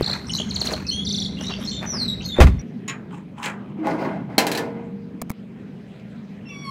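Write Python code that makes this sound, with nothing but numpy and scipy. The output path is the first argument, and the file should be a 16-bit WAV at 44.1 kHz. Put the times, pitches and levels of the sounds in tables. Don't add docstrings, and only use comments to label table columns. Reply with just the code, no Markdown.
import sys
import numpy as np
from scipy import signal
from scipy.io import wavfile
from scipy.ndimage import uniform_filter1d

SR = 44100
rng = np.random.default_rng(int(sys.argv[2]) if len(sys.argv) > 2 else 0)


def boost(x):
    u = np.asarray(x, float) / 20
    return 10 ** u


def file_out(sig):
    cols = np.atleast_2d(sig).T
    lim = np.clip(cols, -1, 1)
    pcm = np.round(lim * 32767).astype(np.int16)
    wavfile.write(sys.argv[1], SR, pcm)


N = 295470
TIME = np.arange(N) / SR
CUT_S = 2.617
EDGES = 20 * 2 ** np.arange(0, 9.8, 1 / 3)

# after_start_ms, pitch_hz, level_db
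DIP = [(0, 5300, -24), (5, 4650, -11), (11, 4150, 2), (15, 3550, -9), (19, 3400, -19), (25, 4100, 3),
       (29, 4600, -9), (33, 5700, -22)]
SWEEP = [(0, 5900, -12), (5, 7300, -18), (9, 6900, -18), (12, 5950, -8), (16, 5050, -12), (20, 4400, 3),
         (24, 4200, 5), (27, 3500, -5), (33, 2600, -14)]
WARBLE = [(0, 4300, -4), (3.5, 5800, -8), (7, 5850, -5), (10, 4900, -14), (14, 4500, 3), (18, 4250, -2),
          (24, 3500, 0), (29, 3480, 2), (37, 4300, -3)]
CHIP = [(0, 6200, -18), (4, 5600, -14), (6, 4500, 0), (7.5, 4050, 7), (10, 3900, -8), (13, 4200, -4),
        (15, 4300, -20)]
LIFT = [(0, 2900, -8), (3, 2850, -3), (6, 3050, 1), (9, 3350, 1), (12, 3500, -12)]
DROP = [(0, 5000, -14), (2, 3600, -4), (4, 2950, 0), (9, 2900, -4), (13, 3000, 2), (19, 3050, -6),
        (22, 3100, -18)]
# mode_hz, level_db, t60_s
FRAME = [(174.2, -0.5, 0.26), (308, -0.5, 0.25), (400, -1.5, 0.18), (547, -6.5, .08), (647, 0, 0.074),
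         (820, -5, 0.052), (944, -11.5, 0.052), (1462, -11.5, 0.17), (2080, -9, 0.024)]
# band_hz, level_db_per_hz
LOCK_TAIL = [(290, -16.5), (960, -21), (2980, -4.5), (5020, -17), (6800, -14.5), (14000, -32), (16000, -55)]
# band_hz, t60_s
GRIT_T60 = [(300, 0.13), (2000, 0.027), (12000, 0.014)]
BAR_T60 = [(200, 0.097), (1000, 0.22), (4000, 0.13), (12000, 0.074)]


def rms_one(x):
    return x / np.sqrt(np.mean(x ** 2) + 1e-20)


def in_time(rows):
    s, *columns = np.transpose(rows)
    return [np.interp(TIME, s, c) for c in columns]


def at_hz(points, hz):
    points = np.array(points)
    return np.interp(np.log(hz), np.log(points[:, 0]), points[:, 1])


def filtered(x, order, hz, kind):
    return signal.sosfilt(signal.butter(order, hz, kind, fs=SR, output="sos"), x)


def drift(rate):
    knots_per_s = 400
    knots = rng.standard_normal(7 * knots_per_s)
    r = np.exp(-2 * np.pi * min(rate, 150) / knots_per_s)
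    smooth = rms_one(signal.lfilter([1], [1, -2 * r, r * r], knots))
    return np.interp(TIME * knots_per_s, np.arange(len(knots)), smooth)


def breath(hz):
    return rms_one(filtered(rng.standard_normal(N), 4, hz, "low"))


def ring(x, hz, t60):
    r, w = boost(-60 / (t60 * SR)), 2 * np.pi * hz / SR
    return signal.lfilter([0, np.sin(w)], [1, -2 * r * np.cos(w), r * r], x + 1e-18)


def dying(x, t60):
    return signal.lfilter([1], [1, -boost(-60 / (t60 * SR))], x + 1e-18)


def clicks(events, spread_db=0):
    out, rows = np.zeros(N), np.array(events)
    level_db = rows[:, 1] + spread_db * rng.standard_normal(len(rows))
    out[np.round(rows[:, 0] * SR).astype(int)] = boost(level_db)
    return out


def softened(x, samples):
    return signal.lfilter(np.hanning(samples) / (samples / 2), [1], x)


def coloured(spectrum, gain, source=None, span=slice(None)):
    white = rng.standard_normal((2, N)) if source is None else source
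    centre = np.sqrt(EDGES[1:] * EDGES[:-1])
    level = boost(at_hz(spectrum, centre)) * (centre > spectrum[0][0]) * (centre < spectrum[-1][0])
    level = level / np.sqrt(np.sum(level ** 2 * np.diff(EDGES)) * 2 / SR)
    out = np.zeros(N)
    for k in np.flatnonzero(level):
        band = filtered(white[k % 2, span], 2, EDGES[k:k + 2], "band")
        out[span] += level[k] * gain(centre[k]) * band
    return out


def blows(events, modes, modes_db, tail, tail_t60, tail_db):
    span = slice(max(int(events[0][0] * SR) - SR // 4, 0), int(events[-1][0] * SR) + SR)
    hit = clicks(events)[span]
    rattle = coloured(tail, lambda hz: boost(tail_db) * dying(hit, at_hz(tail_t60, hz)), span=span)
    ringing = sum(boost(db) * ring(clicks(events, spread_db=5), hz, t60) for hz, db, t60 in modes)
    return rattle + boost(modes_db) * ringing


def effort(strokes, motion):
    s, hold, *levels = np.array(strokes).T[:, :, None]
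    rise, fall, steeper = motion
    loss_db = rise * np.clip(s - TIME, 0, None) + fall * np.clip(TIME - s - hold, 0, None)
    body_db = np.max(levels[0] - loss_db, axis=0)
    grit_db = np.max(levels[1] - steeper * loss_db, axis=0)
    return uniform_filter1d(boost(np.clip([body_db, grit_db], -120, 0)), size=300, axis=1)


def rubbing(gains, body, treble, body_db, treble_db, grain_db):
    busy = np.flatnonzero(gains[0] > boost(-100))
    span = slice(busy[0], busy[-1])
    level, top = gains[:, span]
    grains = rng.standard_normal((2, N)) * boost(grain_db * drift(150))
    grains /= grains.std()
    low = coloured(body, lambda hz: level * boost(body_db + 2.5 * drift(23)[span]), grains, span)
    high = coloured(treble, lambda hz: top * boost(treble_db + 3.7 * drift(40)[span]), grains, span)
    return low + high


def whistle(out, s, hz, db, flutter, overtones_db, wobble):
    # pitch_hz, level_db
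    beak = [(2500, 5), (3750, 1), (4250, 3.5), (4750, -1), (6000, 7), (9000, 10), (12000, 18.5), (15500, 5)]
    span = slice(int(s[0] * SR), min(int(s[-1] * SR), N))
    t = TIME[span]
    pitch, level_db = np.interp(t, s, hz) * (1 + wobble[span]), np.interp(t, s, db)
    phase = 2 * np.pi * np.cumsum(pitch) / SR
    edge = np.clip(np.minimum(t - s[0], s[-1] - t) / .002, 0, 1)
    richer_db = .5 * (level_db + 27) - 20 * np.log2(pitch / 3800)
    partials = 0
    for k, overtone_db in enumerate(overtones_db):
        partial_db = overtone_db + k * richer_db + at_hz(beak, (k + 1) * pitch)
        partials = partials + boost(partial_db) * np.sin((k + 1) * phase)
    voice = np.zeros(N)
    voice[span] = np.sqrt(2) * edge * flutter[span] * boost(level_db) * partials
    return out + voice


def bird():
    # syllable, start_s, repeats, gap_s, gap_growth, level_db
    trills = [
        (DIP, .019, 3, .0345, 1.03, -23),
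        (DIP[:5], .123, 1, 0, 1.0, -21),
        (DROP, .293, 1, 0, 1.0, -28),
        (CHIP, .331, 3, .0145, 1.0, -26),
        (LIFT, .382, 3, .015, 1.0, -27),
        (SWEEP, .4895, 1, 0, 1.0, -28),
        (SWEEP, .5405, 3, .054, 1.04, -24),
        (SWEEP, .7145, 1, 0, 1.0, -27),
        (WARBLE, 1.049, 6, .037, 1.0, -27),
    ]
    # after_start_ms, pitch_hz, level_db
    falling_chip = [(0, 6200, -6), (2, 5500, 0), (5, 4300, -2), (7, 3800, -10)]
    grace_s = (.866, .8725, .879)
    # start_s, length_s, first_hz, last_hz, level_db
    held = [(0.317, 0.0086, 6730, 6300, -37.5), (0.371, 0.012, 6400, 6540, -39),
            (0.275, .04, 8300, 9000, -58), (0.883, 0.022, 4370, 4235, -25),
            (0.905, 0.005, 4400, 6300, -34.5), (0.915, 0.022, 5940, 6150, -41),
            (0.909, .016, 2930, 3180, -33), (0.922, 0.118, 3170, 3400, -32),
            (1.369, 0.089, 2745, 2940, -47), (1.465, .03, 3836, 3875, -35.5),
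            (1.503, 0.072, 4600, 4640, -44), (1.492, 0.063, 2800, 2800, -45),
            (1.673, 0.025, 4200, 4290, -30.5), (1.715, 0.1, 3640, 3560, -36.5), (1.70, .1, 4270, 4230, -47),
            (.85, .03, 2540, 2600, -50), (2.255, .04, 12900, 12900, -66), (1.717, 0.054, 3140, 3160, -46),
            (1.716, 0.062, 7500, 7100, -54), (2.165, 0.038, 3870, 3840, -39.5),
            (2.25, 0.033, 4320, 4230, -35), (2.287, 0.025, 3800, 3700, -34.5),
            (2.316, 0.039, 3550, 3520, -32.5), (2.365, 0.029, 3595, 3580, -33.5),
            (2.59, 0.026, 5680, 5870, -50)]
    # start_s, length_s, first_hz, last_hz, level_db
    rattles = [(0.266, 0.07, 5480, 5600, -44), (.33, 0.073, 5680, 6600, -41.5),
               (1.38, .04, 3300, 3270, -41.5), (1.435, 0.065, 3600, 4200, -37.5),
               (1.41, 0.14, 5620, 5560, -45), (1.43, 0.085, 6400, 6400, -56),
               (1.498, 0.069, 3200, 3270, -37), (1.28, .09, 3900, 3860, -45),
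               (1.6, 0.072, 3300, 3650, -39.5), (1.635, 0.09, 5600, 5700, -43),
               (1.65, .12, 6800, 5900, -53.5), (2.2, 0.065, 2530, 3900, -41.5),
               (2.22, 0.077, 6200, 6600, -47.5), (2.225, .035, 4300, 5070, -38.5),
               (.91, 0.07, 6000, 6050, -45), (.33, .05, 11500, 11500, -62), (1.6, 0.057, 10000, 13000, -69),
               (.02, .14, 5600, 6000, -54), (1.735, .06, 3620, 3600, -40), (1.74, .035, 6200, 6250, -48),
               (.03, .13, 7200, 7200, -56), (.33, .09, 7400, 7000, -56), (1.55, .09, 5600, 5700, -54),
               (.93, .05, 9300, 9300, -60), (1.07, .2, 4600, 4500, -44)]
    # time_s, pitch_hz, level_db
    falling = [
        (1.861, 6030, -42),
        (1.904, 5950, -32.5),
        (1.937, 5480, -30.5),
        (1.970, 4950, -33),
        (1.999, 4406, -25),
        (2.031, 4100, -24),
        (2.09, 3880, -25),
        (2.128, 3850, -30),
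        (2.15, 3850, -42),
    ]
    catches_s = (2.046, 2.070)
    overtones_db = [-1.5, -30, -46]

    out, even, shake = np.zeros(N), boost(1.2 * drift(130)), drift(160)
    sung = [(falling_chip, s, 1, -33) for s in grace_s]
    for shape, first, count, gap, slowing, db in trills:
        for k in range(count):
            start = first + gap * np.sum(slowing ** np.arange(k))
            sag = 1 - .008 * (k - (count - 1) / 2)
            ends_db = -2.5 * (2 * k / max(count - 1, 1) - 1) ** 2
            sung.append((shape, start, sag, db + ends_db))
    for shape, start, stretch, level_db in sung:
        ms, hz, db = np.transpose(shape)
        s = start + ms / 1000
        wobble = 0.008 * shake * (np.interp(TIME, s, hz) / 4000) ** 2
        out = whistle(out, s, stretch * hz, db + level_db, even, overtones_db, wobble)

    pulsing = np.sin(2 * np.pi * np.cumsum(70 * boost(1.4 * drift(20.0))) / SR) + 2.0 * drift(120)
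    for start, length, first_hz, last_hz, level_db in held:
        buzz = np.clip((level_db + 32) / (-38 + 32), 0, 1)
        flutter = even * (1 + (0.11 + 0.13 * buzz) * pulsing)
        out = whistle(out, np.array([start, start + length]), [first_hz, last_hz],
                      np.full(2, level_db), flutter, overtones_db, (.005 + .012 * buzz ** 2) * shake)

    flicks_per_s, flick_span, rattle_shake = 70, .04, .03
    cycle = np.cumsum(flicks_per_s * boost(1.5 * drift(25.5))) / SR
    for row, (start, length, first_hz, last_hz, level_db) in enumerate(rattles):
        flick = (cycle + .37 * row) % 1
        flutter = (0.5 + breath(300)) * np.sin(np.pi * flick) ** 2
        wobble = flick_span * (2 * flick - 1) + rattle_shake * shake
        out = whistle(out, np.array([start, start + length]), [first_hz, last_hz],
                      np.full(2, level_db + 1.5), flutter, overtones_db, wobble)

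    out = out * (1 + boost(-12) * breath(350))
    s, hz, db = np.transpose(falling)
    broken = 1 - sum(np.exp(-((TIME - c) / 0.01) ** 2) for c in catches_s)
    flutter = broken * boost(2.5 * drift(110) - 2) * (1 + .35 * breath(300))
    return whistle(out, s, hz, db, flutter, overtones_db, 0.009 * shake)


def gate_slam():
    # start_s, peak_db
    touch = [
        (2.3865, -8),
        (2.390, -16),
        (2.395, -5.5),
    ]
    # start_s, peak_db
    impacts = [
        (2.4005, -12.5),
        (2.4035, 5),
        (2.4065, -4),
        (2.410, -3.5),
        (2.421, -5),
        (2.470, -11),
    ]
    # start_s, peak_db
    boom = [
        (2.4055, 11.5),
        (2.4195, 5.5),
        (2.434, -4),
        (2.4455, 4),
    ]
    # mode_hz, level_db, t60_s
    bars = [(400, 6, 0.037), (511, 4.5, 0.08), (770, -3, 0.044), (940, -14, 0.048), (1210, -10, 0.06),
            (1490, -16, 0.059), (2054, -2, 0.029), (2520, -3, 0.078)]
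    leaf = [(52.4, -6, 0.45), (69.7, -3, 0.32), (90, -12, 0.49), (139.6, -16.5, 0.26), (196.8, -12, 0.21)]
    # band_hz, t60_s
    rattle = [(59, -10), (100, -7.5), (239, -15.5), (930, -11), (1080, -13), (16000, -48.5)]
    rattle_t60 = [(100, 0.61), (500, 0.086), (2000, 0.11), (10000, 0.11)]
    out = blows(impacts, bars, -15.5, rattle, rattle_t60, -14.0)
    push = softened(clicks(boom), 90)
    out += sum(boost(db - 11.5) * ring(push, hz, t60) for hz, db, t60 in leaf)
    contact = softened(clicks(touch), 40)
    return out + sum(ring(contact, hz, t60) for hz, _, t60 in bars[:2])


def feet():
    # start_s, hold_s, level_db, grit_db
    scuffs = [(.08, 0.072, -35.5, -70), (.2, 0.47, -47, -78), (.65, 0.0074, -36.5, -56),
              (.69, 0.0048, -33.5, -70), (.72, 0.087, -42.5, -85), (1.41, 0.01, -40, -66.5),
              (1.5, 0.0078, -37, -85), (1.61, 0.0019, -39.5, -70), (1.83, .003, -33.5, -70),
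              (1.94, 0.0031, -37, -83.5), (2.0, 0.04, -45, -84.5), (2.374, 0.032, -29, -69)]
    # rise_db_per_s, fall_db_per_s, grit_steepness
    motion = (780, 190, 0.6)
    # band_hz, level_db_per_hz
    sole = [(200, -8), (430, -9), (600, -8), (1000, -5), (2400, -11.5)]
    # start_s, peak_db
    grains = [(0.4, -17.5), (0.616, -17), (0.646, -18), (0.685, -16.5), (0.717, -10.5), (0.734, -10.5),
              (1.412, -19.5), (1.496, -29.5), (1.588, -24.5), (1.818, -23), (1.827, -24.5), (1.933, -23),
              (1.983, -36), (2.005, -33.5)]
    scrape = [(2400, 0.0), (5000, -2.5), (10000, -12.0), (16500, -19.5)]
    crunch = [(300, 8.5), (1000, -5.5), (3000, -13.0), (16500, -34.0)]
    out = rubbing(effort(scuffs, motion), sole, scrape, 0.27, 18.7, 3.9)
    return out + blows(grains, [(623, 0.0026, 0.064)], -12.0, crunch, GRIT_T60, -14.5)


def key():
    # start_s, peak_db
    clinks = [
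        (2.8795, -24.5),
        (2.883, -22),
        (2.8935, -28.5),
        (2.897, -24),
        (2.903, -38),
    ]
    # start_s, peak_db
    turn = [
        (3.430, -27),
        (3.439, -27.5),
        (3.459, -21),
    ]
    # start_s, hold_s, level_db, grit_db
    twists = [
        (3.12, 0.066, -48, -67.5),
        (3.385, 0.053, -41.5, -57.5),
        (3.45, 0.0016, -27, -34.5),
        (3.6, 0.12, -53, -85),
    ]
    # rise_db_per_s, fall_db_per_s, grit_steepness
    motion = (600, 270, 1.8)
    # band_hz, level_db_per_hz
    cylinder = [(300, 1), (600, -28), (960, 11.5), (1400, -4), (3000, -7.5), (4200, -37), (5000, -32)]
    # mode_hz, level_db, t60_s
    modes = [(1098, -10, 0.1), (1922, -12, .1), (2153, -13, 0.14), (2616, -8, 0.06), (2955, -14, .07),
             (3908, -18, .08), (5421, -18, .05), (6751, -1, 0.045), (6950, -8, 0.06)]
    # band_hz, t60_s
    rattle_t60 = [(500, 0.97), (3000, 0.063), (12000, 0.024)]
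    scrape = [(5000, -9.0), (6800, 2.0), (8000, 13.0), (9500, -11.0), (16500, -15)]
    out = rubbing(effort(twists, motion), cylinder, scrape, 0.57, .6, 3.6)
    out += blows(clinks, modes, -3.0, LOCK_TAIL, rattle_t60, -12.0)
    return out + blows(turn, [], 0, LOCK_TAIL, rattle_t60, -4.0)


def frame_groan(level, level_db):
    drag = filtered(level * rng.standard_normal(N) * boost(1.6 * drift(60)), 2, 150, "high")
    groan = sum(boost(db) * ring(drag, hz, t60) / np.sqrt(t60 * SR / 27) for hz, db, t60 in FRAME)
    return boost(level_db) * groan


def bolt():
    # start_s, hold_s, level_db, grit_db
    shoves = [
        (3.79, 0.0042, -41, -86),
        (3.86, 0.055, -26.5, -53.5),
        (3.99, 0.06, -28, -58),
        (4.05, 0.0026, -26.5, -59),
        (4.3, 0.089, -40, -72.5),
        (4.43, 0.0039, -27, -52.5),
        (4.5, 0.15, -34, -62),
        (4.7, 0.096, -42.5, -95),
    ]
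    # rise_db_per_s, fall_db_per_s, grit_steepness
    motion = (420, 95, 2.2)
    # band_hz, level_db_per_hz
    body = [(150, -25.5), (312, 7), (403, -7), (812, -1.5), (1120, -12), (2170, -20), (5000, -46.5)]
    # start_s, peak_db
    jolts = [
        (3.787, -25),
        (3.80, -30),
    ]
    # start_s, peak_db
    snags = [
        (3.833, -38),
        (3.853, -21.5),
        (3.871, -6),
        (3.912, -20),
        (4.021, -16.5),
        (4.172, -41.5),
        (4.201, -36.5),
    ]
    grit = [(4500, 11), (7500, 0.5), (10000, -4.0), (16500, -10.0)]
    slide = effort(shoves, motion)
    out = frame_groan(slide[0], level_db=-8.0) + rubbing(slide, body, grit, 0.22, .6, 0.72)
    out += blows(snags, FRAME[3:], -15.5, body, BAR_T60, -18.5)
    return out + ring(clicks(jolts), 316, 0.6)


def latch():
    # start_s, peak_db
    bounces = [
        (4.381, -0.5),
        (4.4676, -11.5),
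        (4.5159, -13),
        (4.55, -18.5),
        (4.5745, -14.5),
    ]
    # mode_hz, level_db, t60_s
    modes = [(305, -13, .6), (400, -7, .08), (441, -4, .45), (466, -12, 1.8), (651, -20, .5),
             (802, -4, .15), (904, -10, .11), (1010, -17, .4), (1750, -12, .15), (1965, -19, .16),
             (2300, -10, .07), (4016, -3, .09), (4270, 1, .04), (4716, -9, .07)]
    # band_hz, level_db_per_hz
    rattle = [(120, -42.5), (200, -5), (806, -11), (1140, -20), (1770, -13.5), (3190, -15.5), (16000, -25)]
    return blows(bounces, modes, -15.5, rattle, BAR_T60, -10.5)


def grain_tick():
    # start_s, peak_db
    crack = [
        (5.997, -41),
    ]
    return blows(crack, [], 0, LOCK_TAIL, GRIT_T60, -12)


def hinge():
    # time_s, pitch_hz, first_db, second_db
    high_slip = [
        (6.455, 2740, -50, -70),
        (6.476, 2700, -55, -54),
        (6.51, 2710, -40, -67),
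        (6.525, 2620, -54, -71),
        (6.56, 2640, -58, -72),
    ]
    # time_s, pitch_hz
    low_slip = [(6.489, 1157), (6.545, 1137), (6.631, 1130), (6.651, 1115), (6.7, 1079)]
    # bite_db, grip_db, end_db
    partials = [(-54, -50, -37), (-48, -50, -52), (-51, -50, -49), (-59, -46, -43), (-57, -54, -59)]
    upper_db = [-38, -30, -31, -32, -38, -43]
    onset_db = [-14, -12, -4, -30, -2]
    stack = list(partials) + [np.add(partials[3], db) for db in upper_db]
    paths = [[bite + soft, bite, bite, grip, end]
             for (bite, grip, end), soft in zip(stack, np.resize(onset_db, 11))]
    out = np.zeros(N)
    for s, hz, *levels in (np.transpose(high_slip), [*np.transpose(low_slip), *paths]):
        for k, db in enumerate(levels):
            flicker = boost(3.3 * drift(55) - 1.5)
            out = whistle(out, s, (k + 1) * hz, db, flicker, [0], 0.0028 * drift(70))
    scrape = uniform_filter1d(np.abs(out), size=1500) * rng.standard_normal(N)
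    return out + boost(-22) * filtered(scrape, 1, [1500, 7000], "band")


def taps():
    # start_s, crack_db, thud_db, thud_hz
    touches = [
        (.0085, -33, -3, 400),
        (0.022, -40, -11, 133),
        (5.2165, -27, -27, 1100),
        (5.2195, -30.5, -17.5, 700),
        (5.297, -33, -37, 307),
        (5.3023, -28.5, -12.5, 193),
        (5.315, -36, -46, 287),
    ]
    crack = rng.standard_normal(N) * dying(clicks(touches), .012)
    casing = sum(ring(crack, hz, .008) for hz in (1250, 2250))
    thud = sum(ring(clicks([(s + 0.0017, db)]), hz, 5.1 / hz) for s, _, db, hz in touches)
    return 1.36 * crack + 0.2 * casing - thud


def walls(x, t60, level_db):
    t = TIME[:int(t60 * SR)]
    first_echo_s = .011
    decay = boost(-60 * t / t60) + 5.0 * boost(-60 * t / 0.11)
    response = rng.standard_normal(len(t)) * decay * np.clip(t / first_echo_s - .3, 0, 1)
    response = signal.lfilter([1], [1, -.15], response)
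    return x + boost(level_db) * signal.fftconvolve(x, response / np.linalg.norm(response))[:N]


def engine(level_db):
    # multiple, level_db
    orders = [(3, -42), (4, -22.5), (5, -12.5), (6, -9), (7, -7), (8, -2), (9, -9), (10, -22), (11, -26),
              (12, -20.5), (16, -19), (17, -20), (21, -30)]
    phase = 2 * np.pi * np.cumsum(24.8 * (1 + 0.00619 * drift(1.24))) / SR
    tones = sum(boost(db + 3.4 * drift(2.12)) * np.sin(k * phase + 7.6 * rng.random()) for k, db in orders)
    return boost(level_db) * rms_one(tones)


def valve():
    ticks = [(s, -44.5 + 40) for s in np.arange(.001, CUT_S, 1 / 24.8)]
    push = filtered(clicks(ticks, spread_db=2), 2, [1950, 2250], "band")
    return boost(-6) * ring(push, 2090, .045) * boost(-34)


def background():
    # time_s, drone_db, air_db
    yard_levels = [
        (0.0, -26.5, -33),
        (0.2, -29, -50.5),
        (1.92, -27.5, -45.5),
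        (3.38, -32.5, -55.5),
        (4.11, -28, -57),
        (5.95, -33.5, -50.5),
    ]
    # band_hz, level_db_per_hz
    air_spectrum = [(59, -31), (100, -12.5), (215, -0.5), (308, -13), (452, -20), (1100, -39), (2170, -37),
                    (16000, -77.5)]
    gust = [(20, -27.5), (38, -18.5), (70, 1), (150, -6), (210, -23.5)]
    drone_db, air_db = in_time(yard_levels)

    def air_gain(hz):
        treble = np.clip(np.log2(hz / 300) / 2, 0, 1)
        return boost(drone_db - 8.0 + treble * (air_db - drone_db + 25.0) + 2.76 * drift(8.9))

    wind_db = np.where(TIME < CUT_S, -43, -62.5)
    wind = coloured(gust, lambda hz: boost(wind_db + 4.0 + 1.0 * drift(4)))
    return coloured(air_spectrum, air_gain) + wind + engine(drone_db - 6.5) + valve()


def scene():
    # start_s, end_s, level_db
    bass_dip = (5.320, 5.384, -9)
    before = walls(bird(), 0.71, -7.5) + walls(gate_slam() + feet(), 0.99, -26.5)
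    before *= np.clip((CUT_S - TIME) / 0.0041, 0, 1)
    lock = filtered(key() + bolt() + latch() + grain_tick(), 2, 130, "high")
    after = walls(lock + hinge(), 0.24, -10.5)
    yard = background()
    start, end, loss_db = bass_dip
    bass_gain = boost(loss_db * uniform_filter1d(1.0 * (TIME > start) * (TIME < end), size=400))
    bass = signal.sosfiltfilt(signal.butter(2, 700, fs=SR, output="sos"), yard)
    return (before + after + taps() + yard + (bass_gain - 1) * bass)[None]


def low_pass(x):
    return signal.sosfilt(signal.butter(12, 16510, fs=SR, output="sos"), x)


def record(dry):
    dry = dry + boost(-80) * rng.standard_normal(dry.shape)
    clipped = dry / (1 + np.abs(dry) ** 6) ** (1 / 6)
    mix = signal.sosfilt(signal.cheby2(10, 60, 17100, fs=SR, output="sos"), clipped)
    return low_pass(mix)


dry = scene()
out = record(dry)
file_out(out)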